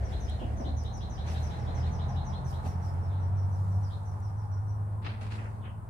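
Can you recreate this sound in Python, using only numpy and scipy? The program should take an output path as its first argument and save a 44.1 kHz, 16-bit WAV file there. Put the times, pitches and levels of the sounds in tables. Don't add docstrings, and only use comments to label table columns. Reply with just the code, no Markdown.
import sys
import numpy as np
from scipy import signal
from scipy.fft import rfft, irfft, next_fast_len
from scipy.io import wavfile

SR = 44100
rng = np.random.default_rng(int(sys.argv[2]) if len(sys.argv) > 2 else 0)


def inscribe(sig):
    pcm = np.round(np.clip(np.atleast_2d(sig).T, -1, 1) * 32767)
    wavfile.write(sys.argv[1], SR, pcm.astype(np.int16))


N = 259749
TIME = np.arange(N) / SR
NEAREST_S = 2.11

# frequency_hz, correlation
COHERENCE = [(50, 0.19), (150, 0.77), (270, 0.84), (450, 0.5), (740, -0.14), (1200, -0.5), (2000, 0.013),
             (16000, 0.011)]

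# time_s, firing_rate_hz
FIRING_RATE = [(0.0, 70.45), (1.19, 78.68), (4.0, 99.32), (5.7, 106.3)]
# time_s, relative_level_db
EXHAUST_LEVEL = [(0.0, -32), (0.03, -34.5), (0.49, -37.5), (0.74, -31), (0.95, -48.5), (1.05, -29.5),
                 (1.11, -40.5), (1.39, -32), (1.56, -49), (1.71, -31), (2.2, -32), (2.23, -40.5),
                 (3.26, -27), (3.8, -26.5), (3.92, -36.5), (4.67, -29.5), (5.41, -37.5), (5.89, -41.5)]
# firing_multiple, nearest_level_db, rise_db_per_s, fall_db_per_s
EXHAUST_OVERTONES = [(1.5, -39.5, 3, 6.5), (2, -50.5, 5, 6.5)]
# crank_multiple, relative_level_db
WHINE_TONES = [(15, -15), (16, -14.5), (17, -12.5), (18, -12), (19, -11), (20, -8), (21, -12.5), (22, -16),
               (24, -9.5), (28, -13), (29, -15)]
# frequency_hz, gain_db
WHINE_RESONANCE = [(550, -18), (720, 1.5), (830, 2.5), (930, -3), (1020, -4.5), (1300, -10)]
# frequency_hz, density_db
TYRE_SPECTRUM = [(500, -20.5), (720, -8), (880, 1), (1050, -3), (1300, -7), (1800, -19), (2600, -61)]
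GROWL_SPECTRUM = [(120, -4.5), (155, 3.5), (215, -3), (255, -12.5), (330, -19), (420, -22.5)]

# time_s, pitch_hz, level_db
SLOWING_ENGINE = [(0, 56.03, -37.5), (1.2, 50.43, -44), (2.2, 48.66, -42.5), (3.2, 47.27, -54.5),
                  (5.89, 49.1, -57)]
QUICKENING_ENGINE = [(0, 77.7, -41), (2.602, 79.85, -39.5), (5.89, 88.58, -45.5)]
# time_s, relative_level_db
ROAD_LEVEL = [(0.0, -47.5), (0.64, -50), (1.0, -52), (1.77, -47), (2.07, -50), (3.72, -54.5), (3.84, -55.5),
              (4.43, -57.5), (5.46, -56), (5.89, -59)]
# frequency_hz, density_db
RUMBLE_SPECTRUM = [(20, -17), (35, -8), (50, -7.5), (65, 0.5), (84, -4), (110, 1.5), (140, -7.5),
                   (190, -11), (250, -19), (350, -23.5), (600, -42.5)]
ROAR_SPECTRUM = [(150, -16.5), (270, -7), (400, 0), (520, 0), (680, 3.5), (800, -2.5), (1000, -9.5),
                 (1600, -30)]
HISS_SPECTRUM = [(800, -12.5), (1300, -0.5), (1700, 1), (2100, -3), (2700, -10), (4000, -14.5), (7000, -19),
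                 (12000, -32.5)]
# start_s, length_s, pitch_hz, crest_level_db
FAR_HUMS = [(-.4, 1.73, 217.3, -53.5), (2.55, 0.52, 180, -46), (3.52, 0.36, 177.5, -44),
            (4.543, 1.6, 215.3, -53)]
# frequency_hz, density_db
AIR_SPECTRUM = [(2000, -46), (4000, -36.5), (6500, -6.5), (8000, 6.5), (9400, 10.5), (10300, 0.5),
                (12000, 0.5), (13500, -2.5), (16000, -1.5)]

# start_s, high_note_relative_db, high_note_pitch_hz, low_note_relative_db
CALLS = [(.035, -62.5, 5960, -55), (.198, -57.5, 6170, -52), (0.561, -60.5, 6130, -54),
         (0.76, -57, 6070, -54.5), (.923, -56.5, 6120, -54.5), (1.092, -57.5, 6060, -54),
         (1.258, -57.5, 6030, -54), (1.418, -57.5, 6100, -56.5), (1.58, -64, 5780, -57.5),
         (1.742, -58, 5940, -56), (1.907, -61, 6053, -55.5), (2.074, -62.5, 5860, -55),
         (2.243, -59.5, 6090, -55.5), (2.441, -59.5, 5940, -58.5), (3.82, -63, 5700, -60)]
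# start_s, relative_level_db, pitch_hz, glide_depth
SOFT_NOTES = [(2.65, -64, 5900, 0.97), (2.81, -63, 5790, 1.0), (3.005, -71, 5600, 0.38),
              (3.195, -71, 5700, 0.73), (3.355, -67.5, 5800, 0.46), (3.505, -69, 5830, 0.78),
              (3.695, -69.5, 5800, 0.6), (4.045, -68.5, 5997, 1), (4.215, -67.5, 5780, 0.9),
              (4.36, -70.5, 5850, 0.95), (4.505, -67.5, 5750, 0.34), (4.665, -70, 5850, .5)]
# start_s, relative_level_db, pitch_hz
HOARSE_NOTES = [(0.384, -53.5, 3045), (3.085, -68, 3587), (3.125, -67, 3760), (3.17, -74, 3880),
                (5.612, -61, 3124), (5.645, -67, 2950)]
# time_s, pitch_ratio, relative_level_db
HIGH_CONTOUR = [(0, 1.045, -8), (.007, 1.015, -1), (.024, .965, 0), (.041, .895, -3), (.059, .815, -8),
                (.076, .75, -16)]
LOW_CONTOUR = [(0, .68, -3), (.004, .75, 0), (.009, .96, 0), (.014, .76, 1), (.02, 1.02, 1.5),
               (.028, .85, -1), (.036, 1.005, -1), (.051, 1.0, -9)]
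SOFT_CONTOUR = [(0, 1.01, -9), (.012, .99, -1), (.034, .955, 0), (.056, .9, -5), (.08, .83, -13)]
HOARSE_CONTOUR = [(0, 1.06, -12), (.02, 1.03, -1), (.045, .97, 0), (.075, .91, -12)]

# start_s, rise_s, decay_s, level_db, cutoff_hz
LEAF_RUSTLES = [(.07, 0.046, 5.1, -70, 12100), (1.255, 0.072, 0.48, -60, 12790),
                (1.38, .05, 0.49, -68, 13000), (2.44, 0.063, 0.55, -62.5, 16000),
                (2.62, 0.056, .3, -60.5, 16000), (2.801, 0.06, 0.6, -67.5, 15000),
                (3.35, 0.26, 6, -69.5, 12700), (5.205, .01, 0.33, -63.5, 10000),
                (5.3, 0.033, 0.96, -65.5, 10550)]
LEAF_SCUFFS = [(1.25, 0.03, 0.78, -46.5, 12000), (2.63, 0.035, 0.3, -52.5, 12000),
               (5.015, 0.011, 0.22, -54.5, 5000), (5.04, 0.012, 0.31, -45, 6000),
               (5.056, 0.013, 0.43, -45, 4800), (5.205, 0.0099, 0.65, -49, 12000),
               (5.295, .025, 0.63, -49.5, 9100), (5.37, 0.021, 0.32, -48.5, 3500),
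               (5.43, 0.026, 0.28, -52.5, 2810), (5.63, 0.026, 0.3, -49, 2800)]
# start_s, relative_level_db
DRY_TICKS = [(0.297, -45.5), (0.836, -48.5), (0.9727, -48), (1.4724, -52), (2.9402, -52), (4.202, -50.5)]
# start_s, rise_s, decay_s, level_db
DULL_BUMPS = [(.41, 0.0066, 0.52, -37.5), (.59, 0.018, 0.33, -37.5), (.655, 0.014, 0.28, -41),
              (1.68, 0.0068, 0.12, -38), (2.63, 0.037, 0.094, -37.5)]
# frequency_hz, density_db
RUSTLE_SPECTRUM = [(2500, -19), (4000, 2), (6000, 2.5), (9000, 2), (12000, -2), (14000, -4), (16000, -15)]
SCUFF_SPECTRUM = [(150, 0), (300, 8.5), (600, 6), (1200, 5.5), (2000, 4), (2350, 1.5), (2600, 4.5),
                  (3000, -1.5), (4400, -3), (6000, -14), (10000, -18), (15000, -49)]
TICK_SPECTRUM = [(6500, -10), (8500, -3), (11500, -14), (13500, -22)]
BUMP_SPECTRUM = [(130, -15), (255, -1), (400, -16.5), (700, -10.5), (1100, -22.5), (2000, -47)]


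def from_db(db):
    return 10 ** (np.asarray(db) / 20)


def unit_rms(x):
    return x / np.sqrt(np.mean(x ** 2) + 1e-20)


def pan(right_db):
    return from_db([[-right_db], [right_db]])


def in_time(rows, t=TIME):
    times, *columns = np.transpose(rows)
    return [np.interp(t, times, column) for column in columns]


def at_hz(points, hz):
    frequencies, values = np.transpose(points)
    return np.interp(np.log(hz), np.log(frequencies), values)


def drift(rate_hz):
    step, settling = 40, 2000
    pole = np.exp(-2 * np.pi * step * rate_hz / SR)
    white = rng.standard_normal(N // step + settling + 2)
    slow = signal.lfilter([1], [1, -2 * pole, pole * pole], white)[settling:]
    return np.interp(np.arange(N) / step, np.arange(len(slow)), unit_rms(slow))


def diffuse_noise(spectrum):
    size = next_fast_len(N)
    hz = np.arange(1, size // 2 + 2) * SR / size
    mid, side = rfft(rng.standard_normal((2, size)))
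    coherence = at_hz(COHERENCE, hz)
    ears = np.sqrt(1 + coherence) * mid + np.sqrt(1 - coherence) * side * [[1], [-1]]
    skirts = np.minimum(1, hz / spectrum[0][0]) ** 2 * np.minimum(1, spectrum[-1][0] / hz) ** 2
    return unit_rms(irfft(ears * skirts * from_db(at_hz(spectrum, hz)), size)[:, :N])


def drone(hz, db, wander_rad, flutter_db, lead_rad):
    phase = 2 * np.pi * (np.cumsum(hz) / SR + rng.random()) + wander_rad * drift(3.18)
    amplitude = np.sqrt(2) * from_db(db + flutter_db * drift(11.6))
    return amplitude * np.sin(phase + [[lead_rad], [-lead_rad]])


def passing_db(rise_db_per_s, fall_db_per_s):
    since_s = TIME - NEAREST_S
    return np.minimum(rise_db_per_s * since_s, -fall_db_per_s * since_s)


def exhaust():
    firing_hz, = in_time(FIRING_RATE)
    level_db, = in_time(EXHAUST_LEVEL)
    out = drone(firing_hz, level_db - 1.5, wander_rad=.51, flutter_db=1, lead_rad=-.12)
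    for multiple, nearest_db, rise, fall in EXHAUST_OVERTONES:
        db = nearest_db + passing_db(rise, fall)
        out += drone(multiple * firing_hz, db, wander_rad=.4, flutter_db=2, lead_rad=-.15)
    return out


def whine(tyre_db):
    firing_hz, = in_time(FIRING_RATE)
    crank_hz = firing_hz / 2
    out = np.zeros((2, N))
    for multiple, tone_db in WHINE_TONES:
        hz = multiple * crank_hz
        db = tyre_db + tone_db - 2.5 + at_hz(WHINE_RESONANCE, hz)
        out += drone(hz, db, wander_rad=4.1, flutter_db=5, lead_rad=-.31)
    return out


def vehicle():
    tyre_db = -49 + passing_db(rise_db_per_s=4, fall_db_per_s=1.92)
    growl_db = -44 + passing_db(rise_db_per_s=4.5, fall_db_per_s=11.5)
    tyres = from_db(tyre_db + .4 * drift(3.5)) * diffuse_noise(TYRE_SPECTRUM)
    growl = from_db(growl_db) * diffuse_noise(GROWL_SPECTRUM)
    return exhaust() + whine(tyre_db) + tyres + growl


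def distant_traffic():
    road_db, = in_time(ROAD_LEVEL)
    swing_db = road_db - road_db.mean()
    engines = sum(drone(*in_time(rows), wander_rad=.76, flutter_db=-1.1, lead_rad=-.057)
                  for rows in (SLOWING_ENGINE, QUICKENING_ENGINE))
    rumble = from_db(-41.5 + .57 * swing_db) * diffuse_noise(RUMBLE_SPECTRUM)
    roar = from_db(-52 + swing_db + 1.06 * drift(22)) * diffuse_noise(ROAR_SPECTRUM)
    hiss = from_db(-63.5 + 1.55 * swing_db + 1.23 * drift(15)) * diffuse_noise(HISS_SPECTRUM)
    return engines + rumble + roar + hiss


def far_hums():
    out = np.zeros((2, N))
    for start_s, length_s, hz, db in FAR_HUMS:
        envelope = np.sin(np.pi * np.clip((TIME - start_s) / length_s, 0, 1)) ** 2
        out += envelope * drone(np.full(N, hz), db, wander_rad=.66, flutter_db=1.5, lead_rad=-.1)
    return out


def open_air():
    return from_db(-74.5 + .5 * drift(1.5)) * diffuse_noise(AIR_SPECTRUM) * pan(1.6)


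def bird_notes(notes, contour, hoarseness, gain_db):
    out = np.zeros(N)
    tremor = hoarseness * drift(330)
    stretches = rng.uniform(.92, 1.08, len(notes))
    for (start_s, db, hz, depth), stretch in zip(notes, stretches):
        t = TIME[:int(contour[-1][0] * stretch * SR)]
        onset = int(start_s * SR)
        span = slice(onset, onset + len(t))
        glide, contour_db = in_time(contour, t / stretch)
        envelope = unit_rms(from_db(contour_db) * signal.windows.tukey(len(t), .1))
        pitch_hz = hz * glide ** depth * (1 + tremor[span])
        out[span] += from_db(db + gain_db) * envelope * np.sin(2 * np.pi * np.cumsum(pitch_hz) / SR)
    return out


def foliage_echo(call, direct_db, build_up_s, near_t60_s, far_t60_s):
    t = TIME[:SR]
    decay = from_db(-60 * t / near_t60_s) + from_db(-14 - 60 * t / far_t60_s)
    envelope = decay * (1 - np.exp(-t / build_up_s))
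    response = rng.standard_normal((2, SR)) * envelope / np.sqrt(np.sum(envelope ** 2))
    response[:, 0] += from_db(direct_db)
    return signal.fftconvolve(call[None], response, axes=1)[:, :N]


def calling_bird(paths=4, low_delay_s=.078, low_hz=4120):
    high_notes = [(start_s, db, hz, 1) for start_s, db, hz, _ in CALLS]
    low_notes = [(start_s + low_delay_s, db, low_hz, 1) for start_s, _, _, db in CALLS]
    out = np.zeros((2, N))
    for path in range(paths):
        high = bird_notes(high_notes[path::paths], HIGH_CONTOUR, hoarseness=.033, gain_db=2.9)
        soft = bird_notes(SOFT_NOTES[path::paths], SOFT_CONTOUR, hoarseness=.032, gain_db=4)
        low = bird_notes(low_notes[path::paths], LOW_CONTOUR, hoarseness=.021, gain_db=4)
        song = high + soft + low
        out += foliage_echo(song, direct_db=-19, build_up_s=.001, near_t60_s=.26, far_t60_s=.6)
    return out * pan(-.5)


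def contact_envelope(rows):
    out = np.zeros(N)
    for start_s, rise_s, decay_s, db in rows:
        span = slice(int(start_s * SR), int((start_s + rise_s + decay_s) * SR))
        t = TIME[span] - start_s
        attack = np.clip(t / rise_s, 0, 1)
        out[span] += attack * from_db(db - 60 * np.maximum(t - rise_s, 0) / decay_s)
    return out


def leaf_friction(rows, spectrum, grain_db, grain_hz):
    grains = from_db(grain_db * drift(grain_hz)) * diffuse_noise(spectrum)
    out = np.zeros((2, N))
    for *contact, cutoff_hz in rows:
        envelope = contact_envelope([contact])
        moving = envelope > 0
        low_pass = signal.butter(4, cutoff_hz, fs=SR, output="sos")
        out[:, moving] += envelope[moving] * signal.sosfilt(low_pass, grains[:, moving])
    return out


def rustles():
    return leaf_friction(LEAF_RUSTLES, RUSTLE_SPECTRUM, grain_db=1.8, grain_hz=200) * pan(1.2)


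def ticks():
    envelope = contact_envelope([(start_s, .0005, .02, db - 9) for start_s, db in DRY_TICKS])
    return envelope * diffuse_noise(TICK_SPECTRUM) * pan(3)


def hoarse_bird():
    notes = [(*note, 1) for note in HOARSE_NOTES]
    song = bird_notes(notes, HOARSE_CONTOUR, hoarseness=.082, gain_db=1)
    echoed = foliage_echo(song, direct_db=-7.5, build_up_s=.0017, near_t60_s=.24, far_t60_s=.41)
    return echoed * pan(-.5)


def bumps():
    return contact_envelope(DULL_BUMPS) * diffuse_noise(BUMP_SPECTRUM)


def scuffs():
    return leaf_friction(LEAF_SCUFFS, SCUFF_SPECTRUM, grain_db=2, grain_hz=120) * pan(-.6)


def scene():
    background = vehicle() + distant_traffic() + far_hums() + open_air()
    return background + calling_bird() + rustles() + ticks() + hoarse_bird() + bumps() + scuffs()


def record(dry, cutoff_hz=15750):
    return signal.sosfilt(signal.ellip(10, .1, 80, cutoff_hz, fs=SR, output="sos"), dry)


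dry = scene()
out = record(dry)
inscribe(out)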